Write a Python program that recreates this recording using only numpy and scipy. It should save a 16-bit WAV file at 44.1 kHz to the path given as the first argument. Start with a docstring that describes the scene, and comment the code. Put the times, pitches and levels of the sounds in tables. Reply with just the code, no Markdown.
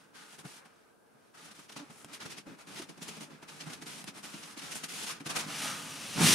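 """A small furnished room, a long cardboard box on the carpet nearly straight ahead of a stereo pair.
Its tight lid is worked upward in short jerks, then slid off. Paper fibres snag as wall rubs on wall;
the big panels boom, knock and now and then groan in stick-slip. The rubbing sounds wide while it is
hidden in the seam and narrows once the lid's edge faces the microphones. The room answers briefly."""
import sys
import numpy as np
from scipy import signal
from scipy.fft import rfft, irfft, next_fast_len
from scipy.io import wavfile
from scipy.ndimage import map_coordinates

SR = 44100
rng = np.random.default_rng(int(sys.argv[2]) if len(sys.argv) > 2 else 0)


def to_wav(s):
    """Save 16-bit WAV."""
    ch = np.atleast_2d(s).T  # columns
    pcm = np.round(np.clip(ch, -1, 1) * 32767)  # PCM
    wavfile.write(sys.argv[1], SR, pcm.astype(np.int16))


N = 279594


def amp(db):
    """Decibels to gain."""
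    return 10 ** (np.asarray(db) / 20)


def unit(x):
    """Scale to rms 1."""
    return x / np.sqrt(np.mean(x ** 2) + 1e-20)


def along(points, hz):
    """(Hz, value) points read on a log axis."""
    f, v = np.transpose(points)
    return np.interp(np.log(hz + 1), np.log(f + 1), v)


def curves(rows):
    """One value per sample for each column after the time."""
    s, *columns = np.transpose(rows)
    return [np.interp(np.arange(N) / SR, np.sort(s), column) for column in columns]


def wobble(rate):
    """A smooth random curve, rate knots a second."""
    return map_coordinates(rng.standard_normal(int(N * rate / SR) + 4), [np.arange(N) * rate / SR])


def filtered(x, response):
    """Filter x by a complex response of frequency."""
    size = next_fast_len(x.shape[-1] + SR // 4)
    return irfft(rfft(x, size) * response(np.fft.rfftfreq(size, 1 / SR)), size)[..., :x.shape[-1]]


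def coloured(x, spectrum):
    """Filter x by a curve of (Hz, dB) points."""
    return filtered(x, lambda f: amp(along(spectrum, f)))


def resonances(modes, f):
    """Causal response of (Hz, width in Hz, dB) modes."""
    return sum((-1) ** k * amp(db) * 1j * f * width / (hz * hz - f * f + 1j * f * width)
               for k, (hz, width, db) in enumerate(modes))


def radiation(f, corner_hz=108):
    """Slow bending of a panel hardly moves the air."""
    return 1 / np.sqrt(1 + (corner_hz / (f + 1)) ** 10)


def add(track, s, sound):
    """Mix a sound into a track at time s."""
    rest = track[max(round(s * SR), 0):][:len(sound)]
    rest += sound[:len(rest)]


# Room tone at the microphones. Each row: frequency in Hz, relative level in dB.
ROOM_TONE = [(15, -70), (25, -34), (193, -12.5), (399, -12.5), (445, -6), (495, -13.5), (782, -16.5),
             (1410, -22), (1620, -17), (1900, -35), (6730, -37.5), (9550, -31), (15500, -42)]
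def room_tone(level_db=-65):
    """The quiet background of the room, unrelated at the two microphones."""
    return amp(level_db) * unit(coloured(rng.standard_normal((2, N)), ROOM_TONE))


# The furnished room dies away fast. Each row: frequency in Hz, time to fall 60 dB in seconds.
ROOM_DECAY = [(150, .14), (1000, .15), (5000, .12), (14000, .1)]
def room_tails(count):
    """Short diffuse answers of the room for both microphones, each of energy 1."""
    hz, t, noise = signal.stft(rng.standard_normal((count, 2, SR // 7)), SR, nperseg=256)
    fade = amp(-60 * t / along(ROOM_DECAY, hz)[:, None])
    fade /= np.sqrt(np.mean(fade ** 2, axis=1, keepdims=True))
    answers = signal.istft(noise * fade, SR, nperseg=256)[1]
    return answers / np.linalg.norm(answers, axis=-1, keepdims=True)


def room_echoes(x, size=8192):
    """The lid moves, so the echo paths through the room keep changing."""
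    echo, padded = np.zeros((2, N)), np.pad(x, ((0, 0), (0, size)))
    blend = np.sqrt(signal.windows.hann(size, sym=False))
    starts = range(0, N, size // 2)
    for start, tail in zip(starts, room_tails(len(starts))):
        answer = signal.fftconvolve(blend * padded[:, start:start + size], tail, axes=1)
        for channel, sound in zip(echo, answer):
            add(channel, start / SR, sound)
    return echo


# The rasp of wall on wall. Each row: frequency in Hz, relative level in dB.
RASP_SPECTRUM = [(250, -17), (420, -4), (520, -2), (660, -1.5), (850, 0), (1100, 0), (1600, -2.5),
                 (2000, -7), (2500, -4.5), (4500, -37)]
def wall_rasp(force):
    """The cardboard walls give a slap or a rub their rough midrange colour."""
    return coloured(force, RASP_SPECTRUM)


# Down at the carpet, a raised corner of the base drops back.
# Each row: start in seconds, thud level in dB, slap level in dB.
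CORNER_DROPS = [(.449, -45, -49)]
def corner_drop(thud_hz=135, t60=0.045, contact_s=0.0038):
    """The carpet gives one dull push while the loose walls slap."""
    out, t = np.zeros(N), np.arange(SR // 6) / SR
    shape = (1 - np.exp(-t / contact_s)) ** 2 * amp(-60 * t / t60)
    shape /= shape.max()
    for s, thud_db, slap_db in CORNER_DROPS:
        thud = np.sin(2 * np.pi * thud_hz * t)
        slap = unit(wall_rasp(rng.standard_normal(len(t))))
        add(out, s, shape * (amp(thud_db) * thud + amp(slap_db) * slap))
    return filtered(out, radiation)


# A corner of the lid clears the base. One row: start and length in seconds, first and last pitch in Hz.
CORNER_SQUEAK = (5.08, .045, 960, 1200)
def corner_squeak(level_db=-50, waver=0.039):
    """Fast, uneven stick-slip whose rate rises as the corner speeds up."""
    s, length, start_hz, end_hz = CORNER_SQUEAK
    out, hz = np.zeros(N), np.linspace(start_hz, end_hz, int(length * SR))
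    hz *= 1 + waver * wobble(590)[:len(hz)]
    tone = unit(np.sin(2 * np.pi * np.cumsum(hz) / SR))
    add(out, s, amp(level_db) * tone * signal.windows.tukey(len(tone), .5))
    return out


# The colour of a snap. Each row: frequency in Hz, relative level in dB.
SNAP_SPECTRUM = [(200, -20), (800, 2.5), (1800, -4), (3500, -4), (6000, -8), (10000, -6), (15500, -25)]
# Snaps at the creases of the box. Each row: start in seconds, peak level in dB.
CREASE_SNAPS = [(2.0459, -33.5), (4.0416, -34.5), (5.6563, -23.5)]
def crease_snaps(t60=0.019):
    """A crease snaps with a dry tick of fast-fading noise."""
    out, t = np.zeros(N), np.arange(SR // 30) / SR
    for s, db in CREASE_SNAPS:
        tick = coloured(rng.standard_normal(len(t)) * amp(-60 * t / t60), SNAP_SPECTRUM)
        add(out, s, amp(db) * tick / np.abs(tick).max())
    return out


# Groans, mid-image. Each row: start and length in seconds, pitch in Hz, level in dB.
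PANEL_GROANS = [(1.796, 0.052, 303, -50), (2.26, 0.016, 298, -60), (2.469, 0.016, 276, -43.5),
                (2.49, 0.055, 272, -54), (2.796, 0.014, 333, -43.5), (3.205, 0.045, 299, -53.5),
                (3.275, 0.045, 286, -57.5), (6.199, 0.06, 162, -26.5), (6.292, 0.021, 177.4, -31.5)]
def panel_groans(overtone_db=-12, waver=0.049):
    """A panel sticks and slips at a nearly steady rate for a few cycles."""
    out = np.zeros(N)
    for s, length, hz, db in PANEL_GROANS:
        drift = wobble(81)[:int(length * SR)]
        phase = 2 * np.pi * np.cumsum(hz * (1 + waver * drift)) / SR
        tone = unit(np.sin(phase) + amp(overtone_db) * np.sin(2 * phase))
        add(out, s, amp(db) * tone * signal.windows.tukey(len(tone), .5))
    return out


# Bending modes of the big panels. Each row: frequency and width in Hz, relative level in dB.
PANEL_MODES = [(158.6, 25.5, -0.5), (214.2, 19, 0), (282.2, 30.5, -2), (341, 40, -10.5), (425, 41, -10)]
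# A wall comes free and bumps the base. Each row: start in seconds, level in dB, clap over ring in dB.
WALL_KNOCKS = [(0.452, -42, -19), (0.656, -61, 10), (1.149, -58, -8), (1.586, -54, -6), (1.761, -41, 3),
               (1.898, -47, -6), (2.047, -49, -3), (3.012, -42, -6), (3.081, -53, -9), (3.172, -45, -3),
               (3.669, -40, -14), (3.861, -43.5, -10), (4.04, -46, 0), (4.166, -43, -5), (4.339, -38.5, -4),
               (4.568, -43, -5), (4.834, -44, -2), (5.205, -39.5, -8), (5.261, -37.5, -11),
               (5.458, -38, -12)]
def wall_knocks(contact_s=0.0045, ring_t60=0.066, clap_t60=0.028):
    """A soft blow rings the panel modes at new strengths and claps the walls together."""
    out, t = np.zeros(N), np.arange(SR // 6) / SR
    hz, _, mode_db = np.transpose(PANEL_MODES)[:, :, None]
    rise = 1 - np.exp(-t / contact_s)
    for s, db, clap_db in WALL_KNOCKS:
        strength, phase = rng.standard_normal((2, len(PANEL_MODES), 1))
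        ring = np.sum(amp(mode_db + 2.4 * strength) * np.sin(2 * np.pi * (hz * t + phase)), axis=0)
        ring *= rise * amp(-60 * t / ring_t60)
        clap = wall_rasp(rng.standard_normal(len(t)))
        clap *= rise * amp(-60 * t / clap_t60)
        add(out, s, amp(db) * (ring / np.abs(ring).max() + amp(clap_db) * clap / np.abs(clap).max()))
    return filtered(out, radiation)


def snags(rate, spread_db):
    """Fibres catching and letting go: tiny impulses of uneven size, rate a second."""
    caught = rng.random(N) < rate / SR
    return unit(caught * np.sign(rng.standard_normal(N)) * amp(spread_db * rng.standard_normal(N)))


# The hiss of paper fibres. Each row: frequency in Hz, relative level in dB.
HISS_SPECTRUM = [(900, -46), (1700, -2.5), (2250, 0), (2900, 1.5), (3400, 0.5), (4500, -1), (5200, -1),
                 (6000, -1), (7500, -4), (9700, -2.5), (11000, -8.5), (13000, -15), (15500, -25.5)]
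def fibre_hiss(split_hz=6500):
    """Dense snags merge into a hiss, returned as its coarse low and its fine high part."""
    grain = snags(rate=14000, spread_db=2)
    highpass = lambda f: 1 / (1 + (split_hz / (f + 1)) ** 10)
    coarse = filtered(grain, lambda f: amp(along(HISS_SPECTRUM, f)) * (1 - highpass(f)))
    fine = filtered(grain, lambda f: amp(along(HISS_SPECTRUM, f)) * highpass(f))
    return unit(coarse), unit(fine)


# The lid's free edge, facing the microphones. Each row: frequency and width in Hz, relative level in dB.
EDGE_MODES = [(1230, 110, -5), (2870, 77, 2), (5640, 80, -1), (6040, 110, -1)]
def edge_ring(exposed, level_db=-9):
    """Snags ring the edge thinly, but only once it is clear of the base."""
    ring = unit(filtered(snags(rate=4400, spread_db=10.0), lambda f: resonances(EDGE_MODES, f)))
    return amp(level_db) * exposed * ring


# Narrow resonances of the walls. 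Each row: frequency and width in Hz, relative level in dB.
WALL_MODES = [(857, 39, -2.5), (1230, 82, 1), (1496, 280, -1.5), (2090, 520, -14.5)]
# How freely the walls ring under the hands. Each row: time in seconds, ring over rasp in dB.
WALL_FREEDOM = [(0, -6), (.2, 5), (.4, -2), (.7, -3), (1.3, 1), (1.42, 1), (1.7, -5.5), (2.25, -3.5),
                (3.0, -9), (3.7, -4), (4.3, -5), (5.1, 0), (5.4, -9), (5.7, 2), (6.1, -7), (6.3, -7)]
def wall_rub():
    """Snags make the walls rasp and ring, in a shifting balance of constant power."""
    freedom = amp(curves(WALL_FREEDOM)[0])
    rasp = unit(wall_rasp(snags(rate=4000, spread_db=2.5)))
    ring = unit(filtered(snags(rate=4000, spread_db=2), lambda f: resonances(WALL_MODES, f)))
    return (rasp + freedom * ring) / np.hypot(1, freedom)


# The broad rumble of the whole box. Each row: frequency in Hz, relative level in dB.
RUMBLE_SPECTRUM = [(20, -32), (45, -28), (80, -11), (130, -4.5), (250, 3.5), (400, 0.5), (520, -21),
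                   (1400, -40)]
# The lid once the base no longer stiffens it. Each row: frequency in Hz, relative change in dB.
FREED_LID_COLOUR = [(25, 9), (45, 8), (80, -4), (120, 7), (165, 2.5), (210, 0.5), (280, 0.5), (340, -5),
                    (500, 0)]
def panel_boom(exposed, rumble_db=-3.0):
    """Snags shake the panel modes and the box as a whole; the boom deepens as the lid comes free."""
    grain = snags(rate=2500, spread_db=0.5)
    flex = unit(filtered(grain, lambda f: resonances(PANEL_MODES, f) * radiation(f)))
    rumble = unit(coloured(snags(rate=2500, spread_db=-3.0), RUMBLE_SPECTRUM))
    held = unit(flex + amp(rumble_db) * rumble)
    freed = unit(coloured(held, FREED_LID_COLOUR))
    return (1 - exposed) * held + exposed * freed


def scrape(drive, exposed, judder_db=0.8):
    """Each push drags the fibres: they hiss, rasp in the walls and shake the panels."""
    coarse_gain, fine_gain, rasp_gain, boom_gain = drive
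    coarse, fine = fibre_hiss()
    hiss = coarse_gain * (coarse + edge_ring(exposed)) + fine_gain * fine
    walls = rasp_gain * wall_rub()
    judder = amp(judder_db * wobble(130))  # the grip is never even
    return judder * (hiss + walls) + boom_gain * panel_boom(exposed)


def stroke(t, length, attack_s, fall_db_per_s, swell_db=0, rise_db_per_s=1250):
    """Gain of one movement: the lid breaks loose, runs for its length and is braked by friction."""
    running_db = swell_db * (np.clip(t / length, 0, 1) - .5)
    creep_db = rise_db_per_s * np.maximum(attack_s - t, 0)
    braking_db = fall_db_per_s * np.maximum(t - length, 0)
    return amp(running_db - creep_db - braking_db)


def layer_gains(hiss_db, *over_db):
    """Gains of the coarse hiss, fine hiss, wall rasp and panel boom."""
    return amp([hiss_db] + [hiss_db + db for db in over_db])


# Faint rubbing while the walls merely lean on each other.
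# Each row: time in seconds, then coarse hiss, wall rasp and panel boom in dB.
LIGHT_CONTACT = [(0.0, -66.5, -66, -69), (0.1, -78, -70, -73), (0.62, -77, -61.5, -76),
                 (0.76, -74, -71, -74), (0.9, -78.5, -71.5, -84), (1.0, -85, -82, -88),
                 (1.15, -80.5, -70.5, -76), (1.28, -75, -71, -71), (1.33, -80, -80, -83),
                 (1.85, -67.5, -62.5, -65), (2.44, -80, -73, -69), (2.9, -69, -64.5, -64),
                 (3.4, -72.5, -64, -65), (3.8, -77, -66, -57.5), (4.5, -70, -61, -63),
                 (5.24, -80, -64, -66), (5.5, -75, -62, -54)]
# The tight lid gives way and grips again. Each row: start and length in seconds, coarse hiss in dB,
# then fine hiss, wall rasp and panel boom in dB over it.
LID_JERKS = [(0.377, 0.025, -56, -2, -1, 2), (0.436, 0.015, -61, -2, 9, 9),
             (0.644, 0.013, -63, -5, -7, -4.5), (1.336, 0.025, -62.5, -4.5, 4.5, -12),
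             (1.437, 0.025, -62, 1, -6, -5), (1.502, 0.014, -55, -4, -1.5, -5.5),
             (1.583, 0.01, -58.5, 1.5, 3.5, 4), (1.683, 0.017, -55, -6, -1, -10),
             (1.712, 0.012, -53, -4.5, -7, -5), (1.755, 0.02, -48.5, -6.5, -3, -7),
             (1.891, 0.022, -61, -3.0, 3, -4), (2.123, 0.025, -49.0, -2.5, -11, -10.5),
             (2.192, 0.043, -51, -8, -1, -6), (2.248, 0.012, -47.5, -4, 1, 4),
             (2.294, 0.034, -48.5, -5, -5, -12), (2.364, 0.024, -49.5, -7, -5, -8),
             (2.811, 0.008, -45.5, -4.5, -2, -1), (2.882, 0.014, -52, -5.5, -2.5, 5.5),
             (2.967, 0.011, -59.0, -5, -4, 5), (3.009, 0.025, -48.5, -2.0, -6, -6),
             (3.071, 0.022, -47.5, -2.5, -4, -1.5), (3.416, 0.016, -56.5, -6, 5, 2.5),
             (3.475, 0.027, -52, -5.5, -2, -9.0), (3.596, 0.013, -43, -10.5, -8, -16),
             (3.692, 0.011, -50, -4.5, 0, 4), (3.722, 0.013, -45.5, -5, -4.5, -17),
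             (3.81, 0.016, -50.0, -4.5, -1.5, 1), (4.065, 0.021, -46, -6.5, -4.5, -2.5),
             (4.225, 0.034, -50, -3, -4, -7), (4.328, 0.016, -50.5, -7, -6, -10),
             (4.421, 0.015, -50, -8, -10, -14), (4.564, 0.033, -48.0, -6.5, -6.5, -9),
             (4.706, 0.022, -45, -2, -12, -18), (4.742, 0.026, -48, 4, -2.5, -0.5),
             (4.828, 0.015, -41.5, -2, -4, -6), (5.193, 0.016, -55.0, -5.5, 2, -9),
             (5.253, 0.016, -41, -5, -1.5, -8), (5.287, 0.023, -40, -4, -0.5, -10),
             (5.35, 0.02, -35.0, -4, -1.5, -8.0), (5.378, 0.033, -41.5, -2.5, -5.5, -15)]
# The lid keeps moving under a longer pull. Each row: start and length in seconds, coarse hiss in dB,
# swell from start to end in dB, then fine hiss, wall rasp and panel boom in dB over the coarse hiss.
LID_SLIDES = [(0.138, 0.1, -59.0, -0.5, -5.5, 0, -5.5), (0.237, 0.11, -62.5, 7.0, -2, -1, -6.0),
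              (0.443, 0.14, -58, -1.5, -2.5, -6, -10.0), (1.362, 0.13, -60.5, 0, -4.5, 1.5, -5.0),
              (1.54, 0.11, -61.5, -5, -5, -3.5, -9), (1.784, 0.06, -60, -19, -9, 2, -2),
              (1.916, 0.11, -66.5, 2.5, 3, -2, -15), (2.073, 0.1, -62, -1, -6.5, 3, 1.5),
              (2.215, 0.177, -59.5, -1, -12, -2.5, 3.5), (2.458, 0.091, -64.5, -4, -6.0, 6.5, 12.5),
              (2.578, 0.044, -61, -0.5, -3.5, 3.5, -12), (2.663, 0.087, -56.5, 1.5, -4.0, 0.5, 1),
              (2.747, 0.045, -49.5, 6, -6.5, -5.5, -6), (3.038, 0.14, -56, 3.5, -5.5, -2, -3.5),
              (3.198, 0.044, -52.5, -3.5, -3, -2.5, 1), (3.295, 0.058, -63, -3.0, -9.0, 1.5, 8),
              (3.508, 0.14, -59.5, -2.5, -3.5, -0.5, -1.5), (3.656, 0.14, -59, -11, -5, 3, 3.5),
              (3.856, 0.16, -51.5, -4, -3.5, -4, -8), (4.137, 0.055, -56.5, 2.5, -2.5, -1.5, -4),
              (4.261, 0.27, -56, -1.5, -2.5, -2.5, -6), (4.607, 0.21, -52, -6, -5, -3.5, -5),
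              (4.878, 0.17, -47, 4, -2, -6, -8), (5.057, 0.054, -43.5, 4, -4, -4, -15),
              (5.111, 0.061, -58, 3, -10, 0, -1.5), (5.303, 0.15, -50.5, 2.5, -6, 1.5, -3)]
# The freed lid crosses the rim and slips down the front, on the microphones' side, in one long rub.
# Each row: time in seconds, coarse hiss in dB, then fine hiss, wall rasp and panel boom in dB over it.
LID_SLIDE_OFF = [(5.46, -55, 0, 4, -1), (5.5, -44.5, -6.5, -1.5, -11), (5.57, -42.5, -4.5, -6.5, -18),
                 (5.65, -40.5, -2, -3.5, -6.5), (5.73, -43.5, -4.5, -0.5, -7.5),
                 (5.83, -49.5, -2, -0.5, -6), (6.0, -47.5, -3.5, -5, -10.5), (6.135, -45, -4, -8, -5.5),
                 (6.18, -41, -5.5, 0, 7.5), (6.215, -31.5, -2.5, -0.5, 5), (6.265, -25.5, -2.5, -8.5, -5),
                 (6.34, -26.5, -2.0, -9.5, -9.5)]
def lid_friction(contact_fine_db=-5.5, jerk_attack_s=.013, slide_attack_s=.012):
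    """Light contact, jerks, slides and the last rub add in power: a gain curve for each of four layers."""
    hiss_db, rasp_db, boom_db = curves(LIGHT_CONTACT)
    power = amp([hiss_db, hiss_db + contact_fine_db, rasp_db, boom_db]) ** 2
    t = np.arange(-SR // 20, SR // 2) / SR  # each movement creeps a little before it starts
    jerks = [(s, stroke(t, length, jerk_attack_s, fall_db_per_s=585), layer_gains(db, *colour))
             for s, length, db, *colour in LID_JERKS]
    slides = [(s, stroke(t, length, slide_attack_s, fall_db_per_s=400, swell_db=swell),
               layer_gains(db, *colour)) for s, length, db, swell, *colour in LID_SLIDES]
    for s, shape, gains in jerks + slides:
        for layer, gain in zip(power, gains):
            add(layer, s + t[0], (gain * shape) ** 2)
    onset = np.clip((np.arange(N) / SR - LID_SLIDE_OFF[0][0]) / slide_attack_s, 0, 1)
    last_rub = onset * layer_gains(*curves(LID_SLIDE_OFF))
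    return np.sqrt(power + last_rub ** 2)


# The lid's edge comes out in front of the base. Each row: time in seconds, exposed share from 0 to 1.
EDGE_EXPOSED = [(0, 0), (5.4, 0), (5.55, 0.96), (6.34, 0.83)]
# Stereo width of rubbing hidden all round the seam. Each row: frequency in Hz, side over middle in dB.
WIDTH_HIDDEN = [(100, -3.5), (300, -7), (600, -2.5), (2000, -2.5), (9000, -3), (13000, -1)]
# Stereo width of rubbing that faces the microphones. Each row: frequency in Hz, side over middle in dB.
WIDTH_FACING = [(100, -12), (300, -16), (600, -7.5), (2000, -10.5), (4000, -10), (6000, -18), (10000, -11),
                (13000, -0.5)]
def seam_rubbing():
    """Many unrelated spots rub along the seam: wide while hidden, narrow once the front edge takes over."""
    drive, exposed = lid_friction(), curves(EDGE_EXPOSED)[0]
    middle, side = scrape(drive, exposed), scrape(drive, exposed)
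    spread = (1 - exposed) * coloured(side, WIDTH_HIDDEN) + exposed * coloured(side, WIDTH_FACING)
    return np.array([middle + spread, middle - spread])


# Balance of the box between the microphones. Each row: frequency in Hz, left minus right in dB.
STEREO_BALANCE = [(60, -1), (250, -1), (600, -0.6), (2000, 1), (6000, 0.5), (12000, -0.2)]
def scene(rub_echo_db=-12, blow_echo_db=-5):
    """The box nearly straight ahead, with its echoes, over the room tone."""
    rubbing = seam_rubbing()
    blows = wall_knocks() + corner_drop() + panel_groans() + crease_snaps() + corner_squeak()
    box = rubbing + blows + room_echoes(amp(rub_echo_db) * rubbing + amp(blow_echo_db) * blows)
    placed = filtered(box, lambda f: amp(np.outer([.5, -.5], along(STEREO_BALANCE, f))))
    return placed + room_tone()


def record(dry, top_hz=15650):
    """Both channels keep nothing above the band limit."""
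    return filtered(dry, lambda f: f < top_hz)


dry = scene()
out = record(dry)
to_wav(out)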